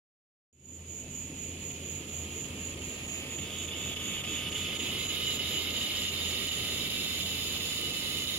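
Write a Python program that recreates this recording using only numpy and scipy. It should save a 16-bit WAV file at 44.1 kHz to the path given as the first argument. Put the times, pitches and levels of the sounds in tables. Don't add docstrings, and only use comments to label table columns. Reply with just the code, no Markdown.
import sys
import numpy as np
from scipy import signal
from scipy.fft import rfft, irfft
from scipy.io import wavfile
from scipy.ndimage import uniform_filter1d, map_coordinates

SR = 44100
rng = np.random.default_rng(int(sys.argv[2]) if len(sys.argv) > 2 else 0)


def level_to_linear(level):
    exponent = np.asarray(level, float) / 20
    return 10 ** exponent


def int16_out(signal):
    q = np.round(np.clip(np.atleast_2d(signal).T, -1, 1) * 32767)
    wavfile.write(sys.argv[1], SR, q.astype(np.int16))


N = 369558
T = np.arange(N) / SR
HZ = np.fft.rfftfreq(N, 1 / SR)


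def evened(x):
    return x / np.sqrt(np.mean(x ** 2) + 1e-20)


def columns(rows):
    s, *values = np.transpose(rows)
    return [np.interp(T, s, v) for v in values]


def read(points, hz):
    f, value = np.transpose(points)
    return np.interp(np.log(hz + 1), np.log(f + 1), value)


def coloured(x, gain):
    y = irfft(rfft(x) * gain, N)
    middle = np.atleast_2d(y).mean(0)
    return y / np.sqrt(np.mean(middle ** 2))


def above(edge_hz, soft_hz):
    return 1 / (1 + np.exp(np.clip((edge_hz - HZ) / soft_hz, -50, 50)))


def panned(db):
    return level_to_linear(np.array([[.5], [-.5]]) * db)


def wander(top_hz):
    return evened(irfft(rfft(rng.standard_normal(N)) / (1 + (HZ / top_hz) ** 2), N))


def patchy_noise(points, same, patchy_db):
    a, b, c, d, patches = rng.standard_normal((N // 256 + 5, 513, 5)).T
    patches = uniform_filter1d(patches, size=8, axis=0)
    patches = evened(uniform_filter1d(patches, size=12, axis=1))
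    same = np.clip(same * np.ones(513), -1, 1)[:, None]
    left = a + 1j * b
    right = same * left + np.sqrt(1 - same ** 2) * (c + 1j * d)
    z = np.array([left, right]) * level_to_linear(patchy_db * patches)
    noise = signal.istft(z, nperseg=1024, noverlap=768)[1][:, :N]
    return coloured(noise, level_to_linear(read(points, HZ)))


def leaves(direct, envelope, lag, rustle_db, rustle_s, echo_db, t60):
    left = map_coordinates(direct, [np.arange(N) - lag], order=3, mode="nearest")
    keep = np.exp(-1 / (rustle_s * SR))
    smeared = np.sqrt(signal.lfilter([1 - keep], [1, -keep], envelope ** 2))
    out = np.array([left, direct]) + level_to_linear(rustle_db) * smeared * rng.standard_normal((2, N))
    t = np.arange(8000) / SR
    for k in range(3):
        share = np.sqrt(2 / 3) * np.cos(2 * np.pi * (.3 * T + k / 3))
        tail = rng.standard_normal((2, len(t))) * level_to_linear(-60 * t / t60) * (t > .002)
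        tail /= np.linalg.norm(tail, axis=1, keepdims=True)
        out += level_to_linear(echo_db) * signal.oaconvolve((direct * share)[None], tail, axes=1)[:, :N]
    return out


PAUSE_STARTS = [1.69, 2.066, 2.432, 2.761, 3.074, 3.371, 3.667, 3.952, 4.228, 4.507, 4.784, 5.08, 5.384,
                5.728, 6.111, 6.506, 6.892, 7.248, 7.592, 7.922, 8.264]


def phrase_gaps(rate):
    depth_db = np.interp(T, [PAUSE_STARTS[0], PAUSE_STARTS[0] + 1.2], [6, 17])
    depth_db -= 9 * np.clip((rate - 216) / 20, 0, 1)
    early_s, half_length_s = .002, .0098
    gap_shape, stutter_db = 0, 0
    for s in PAUSE_STARTS:
        gap_shape += np.exp(-((T - s + early_s) / half_length_s) ** 4)
        stutter_db += 3.5 * np.exp(-((T - s - .018) / .009) ** 2)
        stutter_db -= 15 * np.exp(-((T - s - 6.5 / rate) / .005) ** 2)
    slow = np.clip((226 - rate) / 20, 0, 1)
    return slow * stutter_db - depth_db * gap_shape


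CLICK_DB = [-12, -8, -8.5, -4]


def buckling_ribs(rate, lag):
    unsteady = 1 + .005 * wander(6) + .012 * wander(150)
    turns = np.cumsum(rate * unsteady) / SR
    click = turns.astype(int)
    chance_db = 1.5 * rng.standard_normal(click[-1] + 1)
    size = level_to_linear(np.array(CLICK_DB)[click % len(CLICK_DB)] + chance_db[click])
    gaps_db = phrase_gaps(rate)
    puff = np.sin(np.pi * (turns % 1))
    tick = size * np.diff(np.floor(turns - .5), prepend=-1)
    soft = level_to_linear(0.66 * gaps_db) * (5.5 + size * puff ** 5.7)
    sharp = level_to_linear(0.55 * np.minimum(gaps_db, 0)) * (0.43 + size * puff ** 3.7)
    soft_crackle = soft * (rng.standard_normal(N) + 11 * tick)
    sharp_crackle = sharp * (rng.standard_normal(N) + 2.2 * tick)
    soft_pair = leaves(soft_crackle, soft, lag, -3, .002, -3, .1)
    sharp_pair = leaves(sharp_crackle, sharp, lag, 0.53, 0.00097, -0.36, 0.037)
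    return soft_pair, sharp_pair


# pitch_hz, level_db
SLOW_BELLY = [(880, -51), (1500, -21.5), (1950, -11), (2450, 0), (3120, -1), (3780, -13.5), (5230, -18.5),
              (6040, -28), (6300, -28), (8190, -72), (13900, -120)]
# pitch_hz, level_db
RISING_BELLY = [(880, -34), (1500, -21.5), (1970, -16), (2150, -8.5), (2370, -6), (2960, -1.5),
                (3540, -2.5), (3870, -17), (4340, -17), (5200, -20.5), (5760, -27), (6110, -19),
                (6300, -24), (8190, -47), (13900, -120)]
# pitch_hz, level_db
FAST_BELLY = [(880, -33), (1500, -22.5), (1720, -22.5), (2050, -12.5), (2500, -9.5), (2970, -1),
              (3330, -7.5), (3760, -7), (4110, -11.5), (4670, -17), (5260, -18.5), (5590, -23.5),
              (6300, -23), (8190, -53), (13900, -120)]
# pitch_hz, width_hz, level_db
BELLY_TONES = [(2090, 92, 4.5), (2317, 24, 5), (2660, 150, 3), (2946, 71, 9.5), (3214, 57, 6),
               (3570, 98, 6), (3740, 62, 7.5), (5126, 190, 8)]
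# pitch_hz, left_over_right_db
CASING_SHADE = [(1500, -7), (2000, -5), (2500, 2), (3000, 2.5), (3700, -1.3), (5000, -1.5), (6300, -1.5)]


def belly_ring(soft, rate):
    tones_db = sum(db / (1 + (2 * (HZ - hz) / width) ** 2) for hz, width, db in BELLY_TONES)
    slack = np.clip((192 - rate) / 14, 0, 1)
    tight = np.clip((rate - 208) / 24, 0, 1)
    shade = panned(read(CASING_SHADE, HZ))
    belly = slack * coloured(soft, shade * level_to_linear(read(SLOW_BELLY, HZ)))
    belly += (1 - slack - tight) * coloured(soft, shade * level_to_linear(read(RISING_BELLY, HZ) + 0.81 * tones_db))
    belly += tight * coloured(soft, shade * level_to_linear(read(FAST_BELLY, HZ) + tones_db))
    return belly


def two_bands(x, split, low_db, top_db):
    return level_to_linear(low_db) * coloured(x, 1 - split) + level_to_linear(top_db) * coloured(x, split)


# start_s, clicks_per_s, left_delay_samples
CLICK_SPEED = [
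    (1, 175, -15.5),
    (2.9, 163, -12),
    (3.5, 190, -1),
    (4.1, 202, -3.5),
    (4.9, 216, 3),
    (5.5, 243, 3),
    (8.4, 234, 5),
]
# start_s, level_db, stiffness_0_to_1
BUZZ_LEVEL = [(.55, -57.5, 0), (1, -54.5, 0.1), (1.57, -49, 0.34), (2.7, -46, 0.33), (3.6, -41, 0.28),
              (4.5, -36, 0.13), (5.1, -34.5, 0.33), (6.2, -34.5, 0.36), (6.9, -34, 0.42),
              (7.4, -35.5, 0.57), (8.38, -35.5, 0.66)]
# pitch_hz, level_db
SNAP_COLOUR = [(7900, -52), (8500, -5.5), (8850, -9), (9410, 1), (10100, 2), (12200, -2), (14100, -3),
               (15100, -5), (16000, -7)]


def cicada():
    rate, lag = columns(CLICK_SPEED)
    soft, sharp = buckling_ribs(rate, lag)
    belly = belly_ring(soft, rate)
    snap = coloured(sharp, level_to_linear(read(SNAP_COLOUR, HZ)))
    loud_db, stiff = columns(BUZZ_LEVEL)
    belly = two_bands(belly, above(3684, 90), loud_db, loud_db - 14.5 + 8 * stiff)
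    snap = two_bands(snap, above(12330, 610), loud_db - 16 + 7 * stiff, loud_db - 20.5 + 15.5 * stiff)
    snap_pan_db = -1.5 - 0.15 * lag
    return panned(-5) * belly + panned(snap_pan_db) * snap


# pitch_hz, level_db
CHORUS_COLOUR = [(3530, -47), (6000, -22.5), (6120, -23), (6500, -5.5), (6920, 5.5), (7330, -3),
                 (7590, -21.5), (8000, -18), (10400, -77), (17600, -120)]
# start_s, crest_over_dip_db
TOGETHER = [
    (.7, 8.5),
    (2.3, 9.5),
    (5, 9),
    (6.2, 5),
    (7.2, 2.5),
    (8.38, 2),
]


def chorus():
    throbs_per_s, crest_s = 4.1406, .7169
    up = (.5 + .5 * np.cos(2 * np.pi * throbs_per_s * (T - crest_s))) ** 0.6
    level_db = -41.5 + columns(TOGETHER)[0] * (up - 1 + 0.41)
    octave = [(2 * hz, 1.05 * db) for hz, db in CHORUS_COLOUR]
    rasp = level_to_linear(0.62 * np.array([wander(60), wander(69)]))
    song = panned(-7.5) * patchy_noise(CHORUS_COLOUR, 0.026, 0.92) * rasp
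    song += level_to_linear(-18.5) * panned(-1.2) * patchy_noise(octave, .08, 0.99)
    return level_to_linear(level_db - 2.5 + .5 * wander(2.3)) * song


# pitch_hz, level_db
HAZE_COLOUR = [(1500, -28), (2600, -4), (4000, -9), (5800, -11.5), (8000, -11.5), (9500, -7), (12500, -21),
               (14500, -32), (17000, -40)]


def insect_haze():
    rise_db = np.interp(T, [.55, 2.5], [-4, 0])
    return level_to_linear(-53.5 + rise_db) * patchy_noise(HAZE_COLOUR, 0.09, 1.1)


# multiple_of_turning_speed, level_db
FAN_HUM = [(1, -70), (3, -47.5), (5, -56), (7, -58.5), (9, -55.5), (15, -76)]
# multiple_of_turning_speed, level_db
PUMP_HUM = [(10, -66), (13, -82.5), (14, -79), (15, -71.5), (16, -79), (17, -82), (18, -72), (19, -68),
            (20, -65.5), (21, -57.5), (22, -74), (23, -66), (31, -67)]
# start_s, level_db
PUMP_LEVEL = [
    (1, -65),
    (2, -11),
    (3.5, -3.5),
    (4, 1),
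    (6.2, 1),
    (7, -2.5),
    (8.4, 0.5),
]


def air_conditioner():
    fan_hz, pump_hz = 27.84, 58.84
    out = np.zeros(N)
    spin = 2 * np.pi * np.cumsum(fan_hz * (1 + 0.01202 * wander(1.58))) / SR
    for order, db in FAN_HUM:
        tone = np.sqrt(2) * np.cos(order * spin + 2 * np.pi * rng.random())
        out += level_to_linear(db + 2.3 * wander(3.5)) * tone
    swell_db = columns(PUMP_LEVEL)[0]
    for order, db in PUMP_HUM:
        tone = np.sqrt(2) * np.cos(2 * np.pi * (order * pump_hz * T + rng.random()))
        out += level_to_linear(db + swell_db + .8 * wander(1.4)) * tone
    return out


# pitch_hz, level_db
WASH_COLOUR = [(12, -50), (20, -27), (49, -9), (64, -8.5), (80, -5), (107, -4.5), (191, -3.5), (436, -6.5),
               (763, -15.5), (1120, -18.5), (1210, -19.5), (1680, -24), (2000, -21.5), (2600, -25),
               (4400, -120)]
# pitch_hz, likeness_0_to_1
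LIKENESS = [(30, 0.93), (90, 0.98), (180, 0.98), (350, 0.98), (700, 0.86), (1200, 0.37), (1700, 0.15),
            (2500, 0.19)]
# start_s, level_db
TRAFFIC_LEVEL = [
    (.55, -3.5),
    (1.4, -2.5),
    (2.4, -1),
    (4.4, 0),
    (7.3, 0),
    (8.38, -0.5),
]


def traffic_wash():
    near_db = columns(TRAFFIC_LEVEL)[0]
    same = read(LIKENESS, np.fft.rfftfreq(1024, 1 / SR))
    x = patchy_noise([(10, 0), (20000, 0)], same, 1.2)
    x[0] = np.roll(x[0], -4)
    colour, split = level_to_linear(read(WASH_COLOUR, HZ)), above(466, 110)
    rumble = level_to_linear(-42.5 + near_db) * coloured(x, colour * (1 - split))
    rush = level_to_linear(-50.4 + 2.8 * near_db) * panned(-2.5) * coloured(x, colour * split)
    return rumble + rush


def scene():
    return cicada() + chorus() + insect_haze() + air_conditioner() + traffic_wash()


def masked(x, under_db, spread_db, peak_db, top_db, bin_db):
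    hz, _, z = signal.stft(x, SR, nperseg=2048, noverlap=1024)
    power = abs(z[:, :1024]) ** 2
    power_db = 10 * np.log10(power + 1e-20)
    level_db = 10 * np.log10(power.reshape(2, 64, 16, -1).mean(2) + 1e-20)
    loud_db = level_db.max(0)
    hidden = [np.roll(loud_db, k, axis=0) - under_db - spread_db * abs(k) for k in range(-3, 7)]
    mask_db = np.max(hidden, axis=0)
    centre_hz = hz[8:1024:16, None]
    mask_db = np.maximum(mask_db, loud_db[4:16].max(0) - peak_db)
    mask_db = np.where(centre_hz > 14500, np.maximum(mask_db, top_db), mask_db)
    mask_db += 2.2 * uniform_filter1d(rng.standard_normal(mask_db.shape[1]), size=3)
    mask_db += 1.3 * rng.standard_normal(mask_db.shape)
    mask_db = np.where(centre_hz < 3000, -200, mask_db)
    band_kept = np.repeat(level_db > mask_db, 16, axis=1)
    z[:, :1024] *= band_kept & (power_db > np.repeat(mask_db, 16, axis=0) + bin_db)
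    return signal.istft(z, SR, nperseg=2048, noverlap=1024)[1][:, :N]


def low_pass(x):
    return signal.sosfilt(signal.butter(12, 16880, fs=SR, output="sos"), x)


def record(dry):
    start_s, full_db, fade_db, fade_s = .528, -3, -27.5, 0.15
    started = T > start_s
    fade = fade_db * np.exp(-np.maximum(T - start_s, 0) / fade_s)
    faded = dry * level_to_linear(full_db + fade) * started
    thinned = masked(faded, 22.5, 1.5, 29, -90, 1) * started
    edge = signal.firwin(511, 15850, window=("kaiser", 9), fs=SR)
    mix = signal.oaconvolve(thinned, edge[None], "same")
    return low_pass(mix)


dry = scene()
out = record(dry)
int16_out(out)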